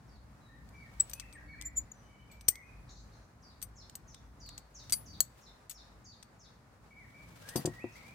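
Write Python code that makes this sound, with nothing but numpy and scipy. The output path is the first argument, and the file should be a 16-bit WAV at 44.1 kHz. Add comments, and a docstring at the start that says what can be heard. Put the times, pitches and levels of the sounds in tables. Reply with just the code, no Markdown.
"""A steel trap on a garden table

A small forged trap is worked in the hands, then set down on wooden planks. Impacts excite the modes
of its frame, trigger plate and lever, stick-slip friction makes the pivot squeak, and the planks
knock under its weight. A warbler and a thrush sing among scattering trees, over a low rumble, the
hush of open air and a brief faint hum. Skin and sleeves rustle as the arms move."""
import sys
import numpy as np
from scipy import signal
from scipy.fft import rfft, irfft, next_fast_len
from scipy.io import wavfile
from scipy.ndimage import uniform_filter1d

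SR = 44100
rng = np.random.default_rng(int(sys.argv[2]) if len(sys.argv) > 2 else 0)


def put_to_file(sound):
    """Save the sound as 16-bit audio at rate SR, in the file named by the first command-line argument."""
    columns = np.atleast_2d(sound).T  # one column per channel
    safe = np.clip(columns, -1, 1)
    whole_steps = np.round(safe * 32767)
    wavfile.write(sys.argv[1], SR, whole_steps.astype(np.int16))


N = 358974
TIME = np.arange(N) / SR
AGE = TIME[:SR // 2]  # time since a blow, t/s


def clicks(light_db=-37.5, loose_ms=10, jolt_s=.0039):
    """Impact excitation: steel strikes steel; a harder blow is a shorter contact, and so brighter."""
    # contacts: t/s, crack level/dB, chatter decay/ms, frame level/dB, plate level/dB, left-right/dB
    contacts = [ (.69, -56, 1.5, -64, -60, 2), (1.001, -38.5, 7, -54.5, -68, 7),
                (1.097, -50, 3.5, -43.5, -56, 11), (1.114, -47, 2.5, -68, -70, 4),
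                (1.134, -37, 3.3, -36.5, -64, 7), (1.198, -38, 4.5, -59, -66.5, 12),
                (1.327, -50.5, 4.3, -55, -72, 4), (1.613, -35.5, 2, -55, -54.5, 5),
                (1.622, -42, 2.5, -55, -60, 8), (2.314, -64.5, 41, -71, -57.5, 4),
                (2.410, -50, 3.7, -54, -71, 4.5), (2.482, -44.5, 3.1, -35.5, -56.5, 4),
                (2.485, -14, 2.2, -30.5, -42.5, 9.5), (2.491, -31, 2.5, -30.5, -54.5, 8),
                (2.556, -43, 2.6, -52, -68, 2.5), (3.617, -45, 3.4, -47, -48, 0),
                (3.6254, -48.5, 7.8, -36.5, -47, 12), (3.897, -44.5, 1.9, -63, -58, -6),
                (3.954, -39, 1.9, -42, -35.5, 4), (4.145, -43.5, 2.4, -71, -72, 2),
                (4.461, -61, 8.4, -78, -55, 0), (4.490, -40.5, 2, -71, -58, -1),
                (4.578, -39.5, 4.4, -60, -47, 3), (4.897, -38, 3.7, -55, -56, 2),
                (4.9055, -43.5, 3, -45, -57.5, 5), (4.9235, -20.5, 4.2, -33, -29, 2.5),
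                (4.9325, -28.5, 6, -31, -45.5, 5.5), (5.2049, -14.5, 1.5, -43, -15.5, 8),
                (5.696, -50, 10.3, -44.5, -41, 8), (5.71, -43.5, 8.4, -68.5, -48, 5),
                (6.227, -46.5, 3.8, -58, -82.5, 6.5), (7.489, -40.5, 7.3, -43, -61.5, 2),
                (7.559, -32, 12.4, -37.5, -58, 3), (7.656, -30, 6.6, -42, -62, 2)]
    # modes of the forged frame: f/Hz, level/dB, T60/s
    frame = [(2190, -33, .1), (4662, -15, .07), (6130, -7, .045), (8255, 0, .07), (8600, -9, .06),
             (9440, -15, .07), (10310, -10, .11), (11740, -3, .06), (14250, -5, .085), (15450, -17, .07)]
    # modes of the trigger plate: f/Hz, level/dB, T60/s
    plate = [(2800, -27, .06), (4400, -8, .035), (6690, -12, .07), (6990, -5, .03), (7920, 0, .05),
             (9720, -11, .08), (11690, -12, .07), (13170, -7, .08), (13400, -15, .08), (14800, -10, .08)]
    # spectrum of the dull clack as the trap's mass jolts in the hands: f/Hz, level/dB
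    jolt_spectrum = [(70, 1), (130, 3.5), (260, -7.5), (700, -10.5), (2000, -13), (6000, -32)]
    out = np.zeros((2, N))
    for s, crack_db, decay_ms, frame_db, plate_db, pan_db in contacts:
        force_db = crack_db - light_db
        tilt_db = -6.5 + .39 * force_db + (plate_db > frame_db)  # per octave; 1 dB more on the plate
        crack = chatter(tap(frame if frame_db > plate_db else plate, tilt_db), decay_ms)
        sustain = np.sqrt(decay_ms / loose_ms)  # a loose grip prolongs both chatter and ringing
        body = undb(frame_db) * ring(frame, sustain) + undb(plate_db) * ring(plate, sustain)
        jolt = noise(jolt_spectrum, len(AGE), alike_hz=695) * np.exp(-AGE / jolt_s)
        jolt *= undb(-28.5 + .3051 * force_db)
        add(out, s, sides(pan_db) * (undb(crack_db) * (crack + jolt) + body))
    return out


def tap(modes, tilt_db, width_hz=170, boost_db=11, size=1024):
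    """Damping broadens resonance: while the parts touch, their modes colour one tiny impact."""
    # spectrum of the bare contact: f/Hz, level/dB
    contact_spectrum = [(100, -18), (600, -20), (1200, -17.5), (2400, -13.5), (3300, -10.5), (4500, -8),
                        (5500, -3), (7000, -6.5), (8300, -4.5), (9600, -6.5), (10900, -14.5),
                        (12000, -16.5), (14500, -10), (16000, -24.5)]
    f = np.fft.rfftfreq(size, 1 / SR) + 1
    bare = spectral_gain(contact_spectrum, f, tilt_db)
    peaks = sum(undb(db) / (1 + ((f - hz) / width_hz) ** 2) for hz, db, _ in modes)
    # the causal half of the cepstrum gives a minimum-phase pulse
    cepstrum = irfft(np.log(bare * (1 + undb(boost_db) * peaks)))[:size // 2]
    cepstrum[0] = 0
    return irfft(np.exp(2 * rfft(cepstrum, size)))


def chatter(one_tap, decay_ms, count=120, bounce_ms=.6, scatter_db=3):
    """Inelastic rebound: an uneven run of impacts dies away, each reaching the sides a little apart."""
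    gap, strength, lag = rng.standard_normal((3, count))
    gaps_ms = bounce_ms * np.exp(gap / 2)
    onsets_ms = np.cumsum(gaps_ms) - gaps_ms[0]
    heights = np.exp(-onsets_ms / decay_ms) * undb(scatter_db * strength)
    train = np.zeros((2, len(AGE)))
    for side, late in zip(train, (lag, -lag)):
        side[(onsets_ms * SR / 1000 + 4 * np.maximum(late, 0)).astype(int)] = heights
    rattle = signal.fftconvolve(train, one_tap[None], axes=1)[:, :len(AGE)]
    return rattle * np.sqrt(decay_ms * SR / 1000 / np.sum(rattle ** 2))


def ring(modes, sustain=1, detune=.001, scatter_db=1.5, rise_ms=.8):
    """Damped modes: the grip shifts and damps them, and each reaches the two sides in its own phase."""
    out = np.zeros((2, len(AGE)))
    for hz, db, t60 in modes:
        shift, left, right, lag = rng.standard_normal(4)
        t = AGE[:int(1.5 * t60 * sustain * SR) + 2]
        cycles = hz * (1 + detune * shift) * t + rng.random() + np.array([[0], [.21 + .06 * lag]])
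        gain = undb(db + scatter_db * np.array([[left], [right]]))
        out[:, :len(t)] += gain * np.sin(2 * np.pi * cycles) * decay(t, t60 * sustain)
    return out * (1 - np.exp(-AGE * 1000 / rise_ms))


def free_rings(ping_t60_s=.16, choke_ms=2.2):
    """Free vibration: the unheld lever rings on; a mode hit at its antinode pings until parts close."""
    # modes of the trigger lever: f/Hz, level/dB, T60/s
    lever = [(8258, -20, 0.14), (9453, -13, 0.072), (10310, -2, 0.2), (14240, -10, 0.21),
             (15460, -10, 0.061)]
    # blows that reach the lever: t/s, level/dB
    lever_hits = [(1.136, -51.5), (4.9235, -26.5), (7.489, -55), (7.563, -42)]
    # single modes struck squarely: t/s, f/Hz, level/dB, free time/ms
    pings = [(1.135, 6070, -40, 3.6), (1.198, 8500, -63, 35), (1.327, 8330, -53, 37),
             (2.4858, 8290, -14.5, 4.2), (2.485, 6040, -29, 7.1), (2.4855, 14260, -18, 4.2),
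             (2.492, 11800, -33, 16.5), (2.486, 15420, -35, 15), (4.9238, 7750, -28.5, 3),
             (4.928, 4664, -27.5, 15), (4.931, 6130, -36, 8), (4.929, 8615, -28.5, 11),
             (4.928, 2160, -44.5, 17), (5.205, 7915, -20.5, 8.9), (5.205, 6980, -19.5, 1.5),
             (5.205, 4390, -22.5, 3.5), (7.563, 4669, -38.5, 40), (7.563, 14180, -39, 40),
             (7.657, 7150, -32.5, 4.6)]
    out = np.zeros((2, N))
    for s, db in lever_hits:
        add(out, s, sides(3) * undb(db) * ring(lever))
    for s, hz, db, free_ms in pings:
        choke = np.exp(-np.maximum(AGE * 1000 - free_ms, 0) / choke_ms)
        add(out, s, sides(7) * choke * ring([(hz, db, ping_t60_s)], scatter_db=.5, rise_ms=.4))
    return out


def squeaks(octave_db=-20, waver_hz=55, flutter_db=1, grit_db=-28):
    """Stick-slip friction: the pivot locks onto one mode, a near-pure tone with its octave and grit."""
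    # slips: peak t/s, rise/ms, fall/ms, f/Hz, glide/(Hz/s), level/dB, left-right/dB
    slips = [(1.0044, 3.5, 6, 7883, -2000, -14.5, 5), (1.661, 6.9, 18, 7180, 993, -34.5, -1),
             (1.781, 12.1, 13.3, 7080, -4500, -25.5, 3), (1.919, 2.3, 4.1, 6830, -20000, -42, 8)]
    out = np.zeros((2, N))
    t = TIME[:SR // 5] - .1  # zero at the peak
    for s, rise_ms, fall_ms, hz, glide, db, pan_db in slips:
        swell = np.exp(-(t * 1000 / np.where(t < 0, rise_ms, fall_ms)) ** 2)
        pitch = hz + glide * t + waver_hz * walk(210, len(t))
        phase = 2 * np.pi * (np.cumsum(pitch) / SR + np.array([[0], [1 / 6]]))
        grit = noise([(3000, -30), (hz * .85, -12), (hz, 0), (hz * 1.13, -14), (16000, -34)], len(t))
        tone = np.sin(phase) + undb(octave_db) * np.sin(2 * phase) + undb(grit_db) * grit
        gain = undb(db + flutter_db * walk(270, len(t)))
        add(out, s + t[0], sides(pan_db) * swell * tone * gain)
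    return out


def knocks(thud_s=.021, give_s=.00038, band_hz=(105, 1600)):
    """Impulse response of wood: the trap lands on one edge, rocks and settles on the planks."""
    # landings: t/s, level/dB, relative level of the table-top mode/dB, relative thud level/dB
    landings = [(7.557, -31, 7, 3.5), (7.581, -45, 18, -6), (7.650, -28.5, 2, -6), (7.657, -49, -8, -16),
                (7.675, -33, 6, -6), (7.842, -34.5, -21, -9.5)]
    # modes of the whole table top (first row), then of the planks: f/Hz, level/dB, T60/s
    wood_modes = [(146.3, -2.5, 0.12), (114, -14, 0.38), (317, 1.5, 0.04), (356, 2, 0.092),
                  (499, -4.5, 0.055), (687, -14, 0.087), (956, -29.5, 0.2)]
    # spectrum of the thud: f/Hz, level/dB
    thud_spectrum = [(95, -14), (150, 1.5), (260, 1.5), (400, -13), (750, -14), (1150, -21), (1700, -35),
                     (6000, -27)]
    top, *planks = (undb(db) * np.sin(2 * np.pi * hz * AGE) * decay(AGE, t60)
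                    for hz, db, t60 in wood_modes)
    envelope = np.exp(-AGE / thud_s) * (1 - np.exp(-AGE / give_s))
    out = np.zeros((2, N))
    for s, db, top_db, thud_db in landings:
        thud = noise(thud_spectrum, len(AGE), alike_hz=702) * envelope
        add(out, s, -undb(db) * sides(4) * (undb(top_db) * top + sum(planks) + undb(thud_db) * thud))
    # open planks radiate almost nothing below their deepest mode, and the knocks carry no high treble
    return signal.sosfilt(signal.butter(2, band_hz, "band", fs=SR, output="sos"), out)


def warbler(gain_db=-8):
    """Frequency modulation: rising ticks, then a see-saw of two falling notes, husky in their slides."""
    # pitch paths of the three notes: t/s, f/Hz, level/dB, roughness as a fraction of f
    chiff = [(0, 7500, 8.5, .05), (.011, 6000, 6, .05), (.02, 4950, -2, .025), (.036, 4660, -1.5, .008),
             (.078, 4540, -3, .008), (.09, 3900, -5, .04), (.115, 3250, -8.5, .04)]
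    chaff = [(0, 7400, 5, .04), (.014, 6420, 2.5, 0.06), (.025, 5590, -1, .025), (.047, 5220, -0.5, 0.01),
             (.058, 4300, -1, .05), (.075, 3640, -4.5, 0.034), (.1, 3466, -9, 0.016)]
    tick = [(0, 3657, 5, 0.0314), (.008, 4570, 5, 0.0474), (.014, 5800, -2.5, .08), (.026, 6780, 6, 0.102)]
    # the song: t/s, level/dB, kind of note
    song = [ (.07, -62.5, "chiff"), (.75, -68, "chiff"), (2.875, -62, "tick"), (2.89, -57, "tick"),
            (2.952, -59.5, "tick"), (2.97, -64, "tick"), (3.118, -65, "tick"), (3.136, -65.5, "tick"),
            (3.21, -66, "tick"), (3.417, -57, "chiff"), (3.752, -54, "chaff"), (4.07, -57, "chaff"),
            (4.394, -50.5, "chiff"), (4.738, -52.5, "chaff"), (5.053, -49, "chiff"),
            (5.405, -54.5, "chaff"), (5.723, -52.5, "chaff"), (6.039, -51.5, "chiff"),
            (6.385, -55, "chaff"), (7.915, -63, "chiff")]
    paths = {"chiff": chiff, "chaff": chaff, "tick": tick}
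    out = np.zeros((2, N))
    for s, db, kind in song:
        age, *columns = np.transpose(paths[kind])
        t = TIME[:int(age[-1] * SR)]
        hz, shape_db, roughness = (np.interp(t, age, column) for column in columns)
        add(out, s, whistle(hz, db + shape_db, roughness, waver_rate=900))
    return echoes(out * sides(1.4), t60=.45, wet_db=5.5, gap_s=.005, blur_hz=80) * undb(gain_db)


def thrush(through_trees_db=-.45):
    """Gliding tones: fluted arcs and flicks, with thin notes of farther birds, scattered by trees."""
    # notes: t/s, duration/s, first f/Hz, middle f/Hz, last f/Hz, level/dB
    notes = [ (0.407, 0.093, 4040, 3900, 3810, -72.5), (0.478, 0.1, 1923, 1784, 2050, -63.5),
             (0.728, 0.13, 2340, 2270, 2190, -60), (0.829, 0.078, 2136, 1827, 1830, -67),
             (1.121, 0.1, 2420, 2564, 2650, -60), (1.205, 0.04, 2480, 2090, 1610, -60.5),
             (1.331, 0.032, 2450, 2270, 2090, -60), (1.352, 0.027, 1950, 1800, 1530, -53.5),
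             (1.415, 0.02, 1930, 1793, 1480, -57), (1.468, 0.14, 2190, 2282, 2337, -57.5),
             (1.471, 0.083, 4430, 4410, 4100, -71.5), (1.534, .024, 1950, 1756, 1530, -57),
             (1.573, 0.11, 1694, 2075, 1670, -60), (1.891, 0.13, 6000, 6030, 6060, -73.5),
             (2.013, 0.26, 3080, 2980, 3090, -74), (2.068, .2, 2190, 2290, 2220, -72),
             (2.295, 0.052, 2520, 2260, 2390, -61), (2.376, 0.2, 5880, 6060, 5940, -72.5),
             (2.507, 0.098, 1830, 2125, 2245, -58), (2.618, 0.101, 2424, 2477, 2508, -61.5),
             (6.905, 0.033, 2250, 2250, 2200, -60), (6.961, 0.05, 2216, 2270, 2160, -58.5),
             (7.002, 0.059, 2186, 1980, 1807, -61), (7.131, 0.098, 2280, 2305, 2270, -57.5),
             (7.408, 0.16, 1550, 1722, 2106, -59), (7.652, 0.18, 1796, 1926, 1900, -58.5),
             (7.784, 0.073, 1927, 2570, 2660, -55), (7.952, 0.045, 1870, 2320, 2393, -58),
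             (8.017, 0.092, 1880, 2300, 2340, -57.5)]
    out = np.zeros((2, N))
    for s, length, first, middle, last, db in notes:
        parabola = np.polyfit([0, .5, 1], [first, middle, last], 2)
        pitch = np.polyval(parabola, np.linspace(0, 1, int(length * SR)))
        add(out, s, whistle(pitch, db, waver=.011))
    return echoes(out * sides(1), t60=.62, wet_db=2, gap_s=.02, blur_hz=45) * undb(through_trees_db)


def sleeves(grain_db=2.2, grain_rate=140):
    """Friction noise: skin and sleeves brush in small catches as each movement swells and dies away."""
    # movements of the hands and arms: fastest at t/s, rise/s, fall/s, level/dB
    moves = [(1.1, 0.18, 0.2, -60.5), (4.88, 0.15, 0.47, -65), (5.391, 0.023, 0.024, -59.5),
             (7.611, 0.23, 0.09, -51.5), (8.02, 0.4, 0.48, -61.5)]
    # spectrum of the brushing: f/Hz, level/dB
    spectrum = [(500, 7), (2000, 0), (4500, -4), (8000, -7), (11000, -11), (15500, -12)]
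    swells = [undb(db) * np.exp(-np.abs(TIME - s) / np.where(TIME < s, rise_s, fall_s))
              for s, rise_s, fall_s, db in moves]
    envelope = np.linalg.norm(swells, axis=0)  # powers add
    return sides(1.5) * noise(spectrum, N) * envelope * undb(grain_db * walk(grain_rate))


def hum(start_s=1.25, length_s=.65, hz=298, db=-65):
    """Amplitude modulation: a faint, wavering low tone swells and fades far off."""
    out = np.zeros((2, N))
    add(out, start_s, whistle(np.full(int(length_s * SR), hz), db, waver=.023))
    return out


def garden(air_db=-64, rumble_db=-1, split_hz=75, sway_db=2, flicker_db=1.4):
    """Ambient noise: a swaying rumble, coherent on both sides, under the diffuse hush of open air."""
    # spectra of the air and of the rumble: f/Hz, level/dB
    air_spectrum = [(150, -7.5), (400, -6.5), (700, -6.5), (1200, -8.5), (1800, -14), (2400, -19.5),
                    (3100, -26), (4500, -24.5), (7000, -27.5), (10000, -32), (16000, -40.5)]
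    rumble_spectrum = [(25, -24.5), (40, -6.5), (54, 13.5), (80, -1.5), (112, 3.5), (160, -2.5),
                       (210, -4.5), (300, -10.5), (500, -47)]
    # course of the rumble: t/s, deep band level/dB, upper band level/dB
    rumble_levels = [(0.0, -69, -62), (0.17, -53, -54.5), (0.4, -64.5, -57.5), (1.84, -48, -57.5),
                     (1.9, -68, -60), (2.231, -55, -58.5), (3.499, -60, -60.5), (4.53, -53, -56.5),
                     (4.68, -64, -69), (4.911, -59, -55), (5.64, -64.5, -62.5), (7.5, -68, -57.5)]
    s, deep_db, upper_db = np.transpose(rumble_levels)
    out = noise(air_spectrum, N, alike_hz=842) * undb(air_db + flicker_db * walk(18))
    for kind, db in (("low", deep_db), ("high", upper_db)):
        crossover = signal.butter(4, split_hz, kind, fs=SR, output="sos")
        band = signal.sosfilt(crossover, noise(rumble_spectrum, N, alike_hz=600.4))
        out += band / band.std() * undb(np.interp(TIME, s, db) + rumble_db + sway_db * walk(11))
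    return sides(.94) * out


def whistle(hz, db, waver, flutter_db=3, waver_rate=400):
    """Random modulation: a tone on a pitch path, unsteady in pitch and level, faded at both ends."""
    n = len(hz)
    swell = signal.windows.tukey(n, 1 / 3) * undb(db + flutter_db * walk(90, n))
    pitch = hz * (1 + waver * walk(waver_rate, n))
    return swell * np.sin(2 * np.pi * np.cumsum(pitch) / SR)


def echoes(x, t60, wet_db, gap_s, blur_hz=0):
    """Diffuse scattering: a decaying tail builds up behind the direct sound; leaves blur its pitch."""
    t = TIME[:SR]
    tail = rng.standard_normal((2, SR)) * decay(t, t60) * (1 - np.exp(-(t / gap_s) ** 2))
    tail /= np.sqrt(np.sum(tail ** 2, axis=1, keepdims=True))
    scattered = x
    if blur_hz:
        drift = 2 * np.pi * np.cumsum(blur_hz * walk(300)) / SR
        scattered = np.real(signal.hilbert(x, next_fast_len(N))[:, :N] * np.exp(1j * drift))
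    return x + undb(wet_db) * signal.fftconvolve(scattered, tail, axes=1)[:, :N]


def noise(points, size, alike_hz=1):
    """Partial coherence: shaped stereo noise of unit rms whose sides converge below alike_hz."""
    padded = next_fast_len(size)
    f = np.fft.rfftfreq(padded, 1 / SR) + 1
    low_cut = np.minimum(f / points[0][0], 1) ** 2
    mid, side = rfft(rng.standard_normal((2, padded))) * spectral_gain(points, f) * low_cut
    side *= f / np.hypot(f, alike_hz)
    x = irfft([mid + side, mid - side], padded)[:, :size]
    return x / x.std()


def spectral_gain(points, f, tilt_db=0):
    """Spectral envelope through (f/Hz, level/dB) points, its treble tilted by tilt_db per octave."""
    hz, db = np.transpose(points)
    return undb(np.interp(np.log(f), np.log(hz), db) + tilt_db * np.log2(np.clip(f, 3500, 16000)))


def walk(rate, size=N):
    """Low-pass noise: rate random values a second, smoothed, with a spread near 1."""
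    hold = int(SR / rate)
    steps = np.repeat(rng.standard_normal(size // hold + 2), hold)
    return 1.3 * uniform_filter1d(uniform_filter1d(steps, hold), hold)[:size]


def decay(t, t60):
    """Exponential damping: 60 dB down at t60."""
    return np.exp(-np.log(1000) * t / t60)


def undb(db):
    """Amplitude ratio of a level in decibels."""
    return 10 ** (np.asarray(db) / 20)


def sides(pan_db):
    """Level-difference panning: two gains, the left pan_db above the right."""
    return undb(np.array([[pan_db], [-pan_db]]) / 2)


def add(out, s, sound):
    """Superposition: a sound joins the mix at s seconds."""
    start = max(int(s * SR), 0)
    n = min(sound.shape[-1], N - start)
    out[:, start:start + n] += sound[..., :n]


def scene():
    """Direct and scattered sound: the trap echoes off the table and garden; birds and air lie behind."""
    steel = clicks() + free_rings() + squeaks()
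    at_table = echoes(steel, t60=.11, wet_db=-17, gap_s=.0054) + knocks()
    in_garden = echoes(at_table, t60=.45, wet_db=-38.5, gap_s=.013)
    return in_garden + warbler() + thrush() + hum() + garden() + sleeves()


def record(dry, top_hz=16200):
    """Band limiting: a steep elliptic low-pass removes the highest treble."""
    return signal.sosfilt(signal.ellip(8, .2, 70, top_hz, fs=SR, output="sos"), dry)


dry = scene()
out = record(dry)
put_to_file(out)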